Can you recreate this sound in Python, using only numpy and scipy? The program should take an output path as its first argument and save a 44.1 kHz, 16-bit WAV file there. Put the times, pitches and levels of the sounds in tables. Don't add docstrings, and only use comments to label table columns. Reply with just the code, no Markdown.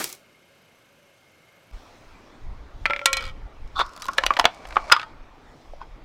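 import sys
import numpy as np
from scipy import signal
from scipy.fft import rfft, irfft, next_fast_len
from scipy.io import wavfile
from scipy.ndimage import uniform_filter1d, map_coordinates

SR = 44100
rng = np.random.default_rng(int(sys.argv[2]) if len(sys.argv) > 2 else 0)


def output_pcm(signal):
    pcm = np.clip(np.atleast_2d(signal).T, -1, 1) * 32767
    wavfile.write(sys.argv[1], SR, np.round(pcm).astype(np.int16))


def natural_amplitude(level_db):
    exponent = np.asarray(level_db, float) / 20
    return 10 ** exponent


N = 266364
T = np.arange(N) / SR
SCENE_CHANGE = 1.712


def unit(x):
    return x / np.sqrt(np.mean(x ** 2) + 1e-20)


def curve(rows, column=1):
    rows = np.asarray(rows)
    return np.interp(T, rows[:, 0], rows[:, column], left=-120, right=-120)


def per_scene(first, second):
    return np.where(T < SCENE_CHANGE, first, second)


def peak(s, db, rise, fall):
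    return db - np.where(T < s, rise * (s - T), fall * (T - s))


def wobble(rate):
    return map_coordinates(rng.standard_normal(int(N * rate / SR) + 4), [T * rate])


def filtered(x, response):
    m = next_fast_len(len(x) + 8192)
    return irfft(rfft(x, m) * response(np.fft.rfftfreq(m, 1 / SR)), m)[:len(x)]


def low_pass(f, hz):
    return 1 / (1 + 1.4j * f / hz - (f / hz) ** 2) ** 2


def rush(points, patchy_db=0):
    hz, level = np.transpose(points)
    z = signal.stft(rng.standard_normal(N), nperseg=512)[2]
    patches = uniform_filter1d(rng.standard_normal(z.shape), 4, axis=0)
    patches = uniform_filter1d(patches, 12, axis=1)
    noise = signal.istft(z * natural_amplitude(patchy_db * unit(patches)), nperseg=512)[1][:N]
    return unit(filtered(noise, lambda f: natural_amplitude(np.interp(np.log(f + 1), np.log(hz), level))))


def resonant(x, peaks):
    def response(f):
        total = 0
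        for k, (center, width, db) in enumerate(peaks):
            band = 1j * f * width
            total = total + (-1) ** k * natural_amplitude(db) * band / (center * center - f * f + band)
        return total
    return filtered(x, response)


def ring(hz, db, t60, attack, rough_db=0):
    t = np.arange(round(SR * np.max(t60)))[:, None] / SR
    knots = rng.standard_normal((100, len(hz)))
    flutter = np.array([np.interp(t[:, 0] * 120, np.arange(100), k) for k in knots.T]).T
    sines = natural_amplitude(db - 60 * t / t60 + rough_db * flutter) * np.sin(2 * np.pi * hz * t)
    return sines.sum(1) * (1 - np.exp(-t[:, 0] / attack))


def crack(lo_hz, hi_hz, t60, tail_db=-16, attack=.0012):
    t = np.arange(SR // 6) / SR
    fade = natural_amplitude(-60 * t / t60) + natural_amplitude(tail_db - 60 * t / (3.1 * t60))
    burst = fade * (1 - np.exp(-t / attack)) * rng.standard_normal(len(t))
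    x = filtered(burst, lambda f: (1j * f / (lo_hz + 1j * f)) ** 2 * low_pass(f, hi_hz))
    return x / np.abs(x).max()


def add(track, s, x):
    part = track[max(round(s * SR), 0):][:len(x)]
    part += x[:len(part)]


def shards():
    # [t/s, level/dB]
    rustle = [
        (0, -28),
        (.02, -31),
        (.04, -31),
        (.055, -31),
        (.072, -38),
        (.12, -42),
        (.14, -45),
        (.17, -55),
        (.24, -70),
    ]
    # [f/Hz, density/dB per Hz]
    plastic = [(88, -23.5), (150, -3.5), (205, -12), (346, 4), (373, 8), (404, -6), (2020, -11.5),
               (2230, 1), (2550, -4.5), (5330, -0.5), (15500, -9)]
    # [t/s, peak level/dB, low part level/dB]
    snaps = [
        (.0005, -28, 6),
        (.0085, -28, 4),
        (.0412, -12, -18),
        (.0745, -32, -10),
        (.091, -30, -10),
        (.099, -30, -12),
        (.1262, -23, -18),
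        (.1485, -36, -18),
    ]
    out = natural_amplitude(curve(rustle) - 3.5 + 0.62 * wobble(100)) * rush(plastic)
    for s, db, low_db in snaps:
        snap = crack(5400, 23000, .01, tail_db=-18.0) + natural_amplitude(-6.0) * crack(4500, 6300, 0.016)
        add(out, s, natural_amplitude(db) * (snap + natural_amplitude(low_db) * crack(160, 2850, 0.081)))
    return out


def engine():
    # [f/Hz, width/Hz, level/dB]
    bands = [(556, 14, -70.5), (2150, 56, -69), (3750, 80, -80.5), (6100, 190, -81), (8100, 210, -88),
             (10100, 580, -86), (12000, 700, -80)]
    firings = (31 - 2.1 * T / 2) * T
    chug_db = 5 * np.cos(2 * np.pi * firings + 0.81 * wobble(4))
    out = np.zeros(N)
    for hz, width, db in bands:
        level_db = db + 1.4 * wobble(3.8) + (hz > 3000) * chug_db
        out += natural_amplitude(level_db) * unit(resonant(rng.standard_normal(N), [(hz, width, 0)]))
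    return (T < SCENE_CHANGE) * out


def tread_level():
    # [t/s, level/dB]
    tread = [
        (1.712, -61),
        (2.7, -71.5),
        (2.9, -63),
        (3.5, -73),
        (4.1, -60.5),
        (4.7, -67),
        (5.3, -73.5),
        (5.6, -67),
        (6.1, -74.5),
    ]
    return per_scene(-66.5, curve(tread))


def road(tread_db):
    # [f/Hz, density/dB per Hz]
    yard = [(35, -57), (60, 2.5), (127, 0), (301, -5.5), (408, -4.5), (458, -5.5), (566, -2.5),
            (903, -10.5), (1620, -8.5), (1910, -17.5), (2050, -14.5), (2970, -15), (3420, -23.5),
            (11800, -39.5), (16000, -47)]
    # [f/Hz, density/dB per Hz]
    street = [(35, -28), (60, 3), (168, -14), (281, -11), (408, -13.5), (732, -13.5), (1200, -16),
              (1620, -22), (2250, -21.5), (2770, -26), (3190, -25.5), (5330, -29), (11300, -45.5),
              (14900, -46.5), (16000, -48)]
    first = T < SCENE_CHANGE
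    body = per_scene(rush(yard, patchy_db=0.9), rush(street, patchy_db=2.0))
    low = filtered(body, lambda f: 1 / (1 + (f / 3200) ** 4) / (1 + (90 / (f + 1)) ** 4))
    high = filtered(body, lambda f: 1 - 1 / (1 + (f / 3200) ** 4))
    low = low / per_scene(low[first].std(), low[~first].std())
    high = high / per_scene(high[first].std(), high[~first].std())
    rush_db = per_scene(-60, -51.5) + 0.55 * wobble(4.7) + 0.53 * wobble(1.3)
    return natural_amplitude(rush_db) * low + natural_amplitude(tread_db) * high


def microphone_noise(tread_db):
    # [f/Hz, density/dB per Hz]
    hiss = [(2500, -30), (6000, 6.5), (9000, -10), (12500, -1.5), (14000, -5), (15700, -2), (16000, -39.5)]
    noise_db = per_scene(-85, -82.5) + .25 * (tread_db - tread_db.mean())
    return natural_amplitude(noise_db + .8 * wobble(9)) * rush(hiss)


def wind():
    # [f/Hz, density/dB per Hz]
    buffet = [(8.8, -26.5), (15, 3), (27, 0), (44, -4), (97, -19), (200, -31.5), (260, -42.5), (440, -120)]
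    # [peak t/s, peak level/dB, half-length/s]
    gusts = [(0, -63, .15), (1.746, -38, 0.085), (2.13, -50.5, 0.25), (2.433, -45.5, 0.081),
             (2.488, -31, 0.11), (2.606, -37.5, 0.18), (2.76, -34, 0.029), (2.833, -33, 0.086),
             (2.927, -43, 0.097), (3.177, -41, 0.17), (3.282, -30.5, 0.13), (3.386, -37, 0.041),
             (3.45, -34, 0.057), (3.536, -44, 0.094), (3.635, -32.5, 0.079), (3.804, -33, .13),
             (4.08, -50, .15), (4.272, -37, .11), (4.388, -43, 0.14), (4.67, -40.5, .16), (4.82, -39, 0.13),
             (5.214, -45.5, 0.23), (5.484, -53, .12), (5.706, -38, 0.079), (5.811, -41, 0.089),
             (5.92, -38, 0.075), (6.02, -46, .1)]
    strength = natural_amplitude(per_scene(-84, -66.5))
    for s, db, half in gusts:
        same_scene = (T < SCENE_CHANGE) == (s < SCENE_CHANGE)
        strength = strength + natural_amplitude(db - 35 * ((T - s) / half) ** 2) * same_scene
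    lumps = natural_amplitude(1.5 * wobble(14))
    return strength * unit(lumps * rush(buffet))


def background():
    tread_db = tread_level()
    dip = 1 - 0.74 * np.exp(-((T - SCENE_CHANGE - .008) / 0.0081) ** 2)
    return dip * (wind() + road(tread_db) + engine() + microphone_noise(tread_db))


def rattle():
    start, gap, shrink = 3.2074, .0165, .91
    touches = []
    for k in range(8):
        touches.append((start + gap * (1 - shrink ** k) / (1 - shrink), -28 - 0.26 * k ** 2))
    return touches


def bounces():
    # [t/s, peak level/dB, main notes level/dB, upper notes level/dB, bright crack level/dB]
    bounce_rows = [(2.8559, -5.5, -21, -13, -24), (2.8604, -9, -24.5, -12, -28),
                   (2.8988, -17, -6.5, -16.5, -29), (2.9068, -14, -12.5, -13, -38),
                   (2.9347, -16, -20.5, -7.5, -29.5), (2.9627, -15.5, -20.5, -12, -40),
                   (2.9926, -22, -20, -15, -20.5), (3.015, -25, -5.5, -17, -37),
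                   (3.0574, 0.5, -10.5, -17, -3), (3.1298, -11.5, -12.5, -7.5, 0.5),
                   (3.1692, -14.5, -12.5, -8, -1)]
    # [f/Hz, level/dB, 60 dB decay time/s]
    tipping = [(569, -8.5, 0.21), (910, -5, 0.023), (1353.5, -7.5, 0.38), (1785, 10.5, 0.0073),
               (2100, 4, .03), (2199, 9, 0.012), (2320, 3, 0.037), (2565, -19, 0.071), (3250, -25.5, 0.16),
               (3320, -9.5, .04)]
    # [f/Hz, level/dB, 60 dB decay time/s]
    lying = [(541, -30.5, 1), (1090, -25.5, 0.64), (1380, -6.5, 0.14), (1690, -19.5, 0.11),
             (1900, -12.5, 0.22), (2270, -8.5, 0.24), (2390, -14.5, 0.14), (2450, -5.5, 0.099),
             (2980, -12, 0.14), (3285, -9.5, .12), (3590, -9, 0.086), (4090, -4.5, 0.068),
             (4770, -8.5, 0.045), (5100, -13.5, 0.062)]
    fall = 3.05
    out = np.zeros(N)
    touches = list(bounce_rows) + [(*row, -9.5, -7, -24) for row in rattle()]
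    next_touch = [row[0] for row in touches[1:]] + [9]
    for (s, db, main_db, upper_db, bright_db), after in zip(touches, next_touch):
        hz, level, t60 = np.transpose(tipping if s < fall else lying)
        strength = np.where(hz < 1500, main_db + 4.5, upper_db) + 0.98 * rng.standard_normal(len(hz))
        hz = hz * (1 - 0.21 * max(s - fall, 0) * (hz < 1500))
        hz = hz * (1 + 0.005 * rng.standard_normal(len(hz)))
        tone = ring(hz, level + strength, t60, attack=0.00024, rough_db=3.0)
        damped_s = np.maximum(np.arange(len(tone)) / SR - (after - s), 0)
        add(out, s, natural_amplitude(db - 53 * damped_s) * tone)
        add(out, s, natural_amplitude(db - 4.5) * crack(1200, 2800, 0.012, attack=0.00025))
        edge = crack(3800, 6400, 0.016, tail_db=-14.5, attack=0.00028)
        add(out, s, natural_amplitude(db + bright_db) * edge)
        add(out, s, natural_amplitude(db + bright_db - 17.5) * crack(7700, 12000, 0.004))
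    return out


def grit(per_second, spread_db):
    size = natural_amplitude(spread_db * rng.standard_normal(N)) * np.sign(rng.standard_normal(N))
    impacts = (rng.random(N) < per_second / SR) * size
    return unit(unit(impacts) + .5 * rng.standard_normal(N))


def scrape():
    # [f/Hz, width/Hz, level/dB]
    loose = [(508, 61, -0.5), (1330, 240, 1), (2160, 180, -8.5), (3085, 160, -0.5), (4200, 100, -17.5),
             (5100, 810, -16.5)]
    # [f/Hz, width/Hz, level/dB]
    skidding = [(800, 120, -8), (1150, 110, 3), (1400, 110, -2), (3520, 90, 1), (4500, 500, -16)]
    # [f/Hz, width/Hz, level/dB]
    pinned = [(1050, 140, 11), (1400, 220, 8), (692, 220, -5), (3640, 380, -13), (5300, 440, -7.5)]
    # [f/Hz, width/Hz, level/dB]
    folded = [(645, 110, 1.5), (1050, 460, -6), (2300, 110, -4.5), (4630, 2700, -20.5)]
    # [f/Hz, width/Hz, level/dB]
    flat = [(895, 38, 9.5), (1300, 240, -6.5), (1520, 77, 1.5), (2380, 190, -14), (3260, 140, -13),
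            (5000, 370, -15.5)]
    # [peak t/s, peak level/dB, rise/dB per s, fall/dB per s]
    strokes = [
        (3.2, -38.5, 106, 110),
        (3.813, -17, 329, 1208),
        (4.94, -29, 896, 153.5),
        (5.82, -43.5, 602.5, 330),
    ]
    # [t/s, level/dB]
    load = [
        (3.81, -47),
        (3.84, -36),
        (3.93, -49),
        (4.05, -46.5),
        (4.3, -39.5),
        (4.5, -48),
        (4.64, -49),
        (4.8, -43),
        (4.915, -39.5),
    ]
    rolling_db, shoved_db, sprung_db, settling_db = (peak(*row) for row in strokes)
    rolling_db = rolling_db - 450 * np.maximum(T - 3.31, 0)
    shoved_db = shoved_db - 1500 * np.maximum(3.76 - T, 0)
    load_db = curve(load)
    half_folded = T >= 4.17
    stages = [(rolling_db, loose, -28.5), (shoved_db, skidding, -22),
              (np.where(half_folded, -120, load_db), pinned, -32),
              (np.where(half_folded, load_db, -120), folded, -32.5),
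              (sprung_db, flat, -20), (settling_db, flat, -31)]
    out = np.zeros(N)
    for level_db, peaks, rasp_db in stages:
        grains = grit(per_second=1300, spread_db=3.5)
        body = filtered(unit(resonant(grains, peaks)), lambda f: low_pass(f, 7900))
        rasp = unit(filtered(grains, lambda f: 1j * f / (2000 + 1j * f) * low_pass(f, 6500)))
        out += natural_amplitude(level_db + 0.83 * wobble(60)) * (body + natural_amplitude(rasp_db) * rasp)
    return out


def grit_ticks():
    # [t/s, peak level/dB]
    grains = [(3.6755, -48.5), (3.8448, -56), (3.8535, -52), (3.8626, -37.5), (3.8808, -59), (3.8917, -41),
              (3.921, -51), (3.9336, -42), (3.9629, -34.5), (3.9976, -38.5), (4.0204, -22), (4.0423, -32.5),
              (4.0647, -28.5), (4.0831, -29), (4.1149, -41), (4.1207, -52), (4.133, -31), (4.1433, -42.5),
              (4.1795, -26.5), (4.2585, -32), (4.545, -43.5), (4.6688, -46), (4.687, -39.5)]
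    # [start t/s, end t/s, level/dB]
    crunches = [
        (3.996, 4.176, -41),
        (4.655, 4.76, -43.5),
    ]
    ticks = [(s, db - 4) for s, db in rattle()] + list(grains)
    for start, end, db in crunches:
        for u, v in rng.random(size=(12, 2)):
            ticks.append((start + (end - start) * u, db - 9 * v))
    out = np.zeros(N)
    for s, db in ticks:
        top_hz = 5800 if s < 3.95 else 7000
        sparkle = np.gradient(np.gradient(crack(13000, 15000, .008)))
        add(out, s, natural_amplitude(db) * (crack(3500, top_hz, 0.011) + natural_amplitude(-16) * sparkle))
    return out


def buckles():
    # [t/s, crack peak level/dB, dent f/Hz, dent level/dB, bright level/dB]
    shoved = [
        (3.792, -18.5, 1170, 11.5, -12),
        (3.7991, -18, 1100, 14, -30),
        (3.8066, -17, 1300, 7.5, -22),
        (3.8147, -25, 1090, 19, -23),
    ]
    # [t/s, crack peak level/dB, dent f/Hz, dent level/dB, bright level/dB]
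    folding = [(3.9629, -40.5, 610, -0.5, 2), (3.9758, -34, 1330, -6, -4), (4.025, -29, 1218, -4, -21),
               (4.0549, -27.5, 1050, -3, -3), (4.1826, -2.5, 1314, -18.5, -24),
               (4.2363, -11, 1040, 0, -24.5), (4.264, -2, 1210, -36, -12), (4.3055, -11.5, 1157, 6, -52),
               (4.3368, -20, 1400, -25, -18), (4.367, -13, 570, -14, -35.5), (4.371, -14, 970, -16, -17.5),
               (4.3959, -4, 991, 4.5, -13), (4.4116, -24, 878, 2.5, -11), (4.4425, -10, 637, 0, -33),
               (4.4535, 2, 729, 4, -24.5), (4.6527, -29, 756, -6, -23), (4.7073, -30.5, 1410, -5.5, -20),
               (4.7244, -27.5, 1170, -12, -28), (4.7578, -23.5, 1200, 5.5, -31.5),
               (4.7674, -9, 1170, 10, -43.5), (4.822, -41, 1140, 8.5, -21.5)]
    # [t/s, crack peak level/dB, dent f/Hz, dent level/dB, bright level/dB]
    sprung = [(4.8986, -20.5, 1390, -3, -34.5), (4.9155, -12, 1300, 3, -18.5), (4.9188, 3, 998, -11, -26),
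              (4.9231, -1.5, 1400, 3.5, -22), (4.9311, -9, 975, -5.5, -23.5),
              (4.9639, -15.5, 1200, 0, -26.5), (4.9959, -17.5, 1505, -7, -31.5),
              (5.015, -27, 1400, -6, -24), (5.0294, -26, 1282, -3.5, -34), (5.7354, -51.5, 646, 20, -21),
              (5.8147, -41, 1034, 13.5, -25)]
    # [t/s, f/Hz, note level/dB, 60 dB decay time/s]
    pop_rows = [
        (4.028, 3920, -35, 0.056),
        (4.0849, 1090, -6.5, 0.03),
        (4.183, 550, -15.5, 0.031),
        (4.184, 1714, -3.5, 0.019),
        (4.39, 783, 0, 0.029),
        (4.408, 960, -28, .06),
        (4.922, 5000, -4, 0.015),
        (4.923, 1672, -8, 0.034),
        (4.923, 3250, -16, 0.066),
    ]
    flattened, at_rest = 4.85, 5.5
    events = []
    for rows, full_t60 in [(shoved, 0.004), (folding, 0.013), (sprung, 0.026)]:
        for s, db, hz, dent_db, bright_db in rows:
            t60 = full_t60 * natural_amplitude(-0.81 * (db + dent_db))
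            events.append((s, db, hz, dent_db, bright_db, t60, .0012))
    for s, hz, db, t60 in pop_rows:
        swell = .005 if s < flattened else .001
        events.append((s, db - 18, hz, 18, -12.5, t60, swell))

    out = np.zeros(N)
    for s, db, hz, dent_db, bright_db, t60, attack in events:
        t60 = min(t60, .015 if s > at_rest else 0.056)
        near_hz = hz * np.exp(np.clip(0.16 * rng.standard_normal(4), -.3, .4))
        near_db = np.array([-13, -14, -15, -16]) + 7 * (s > flattened)
        note = ring(np.r_[hz, near_hz], np.r_[0, near_db], abs(t60) + 0.0044, attack=attack, rough_db=-4.2)
        edge_hz = np.clip(5500 * natural_amplitude(0.17 * bright_db), 1800, 9000)
        add(out, s, natural_amplitude(db + dent_db) * note)
        add(out, s, natural_amplitude(db - 1.0) * crack(800 if s < flattened else 1200, edge_hz, 0.0094))
        add(out, s, natural_amplitude(db + bright_db) * crack(3600, 12500, 0.0018))
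        if s > flattened:
            add(out, s, natural_amplitude(db - 8) * crack(2000, 3100, 0.023))
        else:
            add(out, s, natural_amplitude(db + dent_db - 16.0) * crack(450, 1800, 0.042))
    return out


def underbody(x):
    t = np.arange(SR // 3) / SR
    slow, quick = rng.standard_normal((2, len(t))) * natural_amplitude(-60 * t / np.array([[.14], [.05]]))
    slow = filtered(slow, lambda f: 1 / (1 + 1j * f / 2500))
    tail = slow / np.linalg.norm(slow) + .5 * quick / np.linalg.norm(quick)
    return signal.fftconvolve(x, np.pad(tail, (130, 0)))[:N]


def scene():
    hits = bounces() + grit_ticks() + buckles()
    return (shards() + background() + hits + natural_amplitude(-21.5) * underbody(hits) + scrape())[None]


def band_limit(x):
    return signal.sosfilt(signal.butter(12, 16710, fs=SR, output="sos"), x)


def record(dry):
    top = .99
    dull = filtered(dry[0], lambda f: 1 / (1 + (f / 16100) ** 30))[None]
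    clipped = dull / (1 + np.abs(dull / top) ** 8) ** (1 / 8)
    return band_limit(clipped)


dry = scene()
out = record(dry)
output_pcm(out)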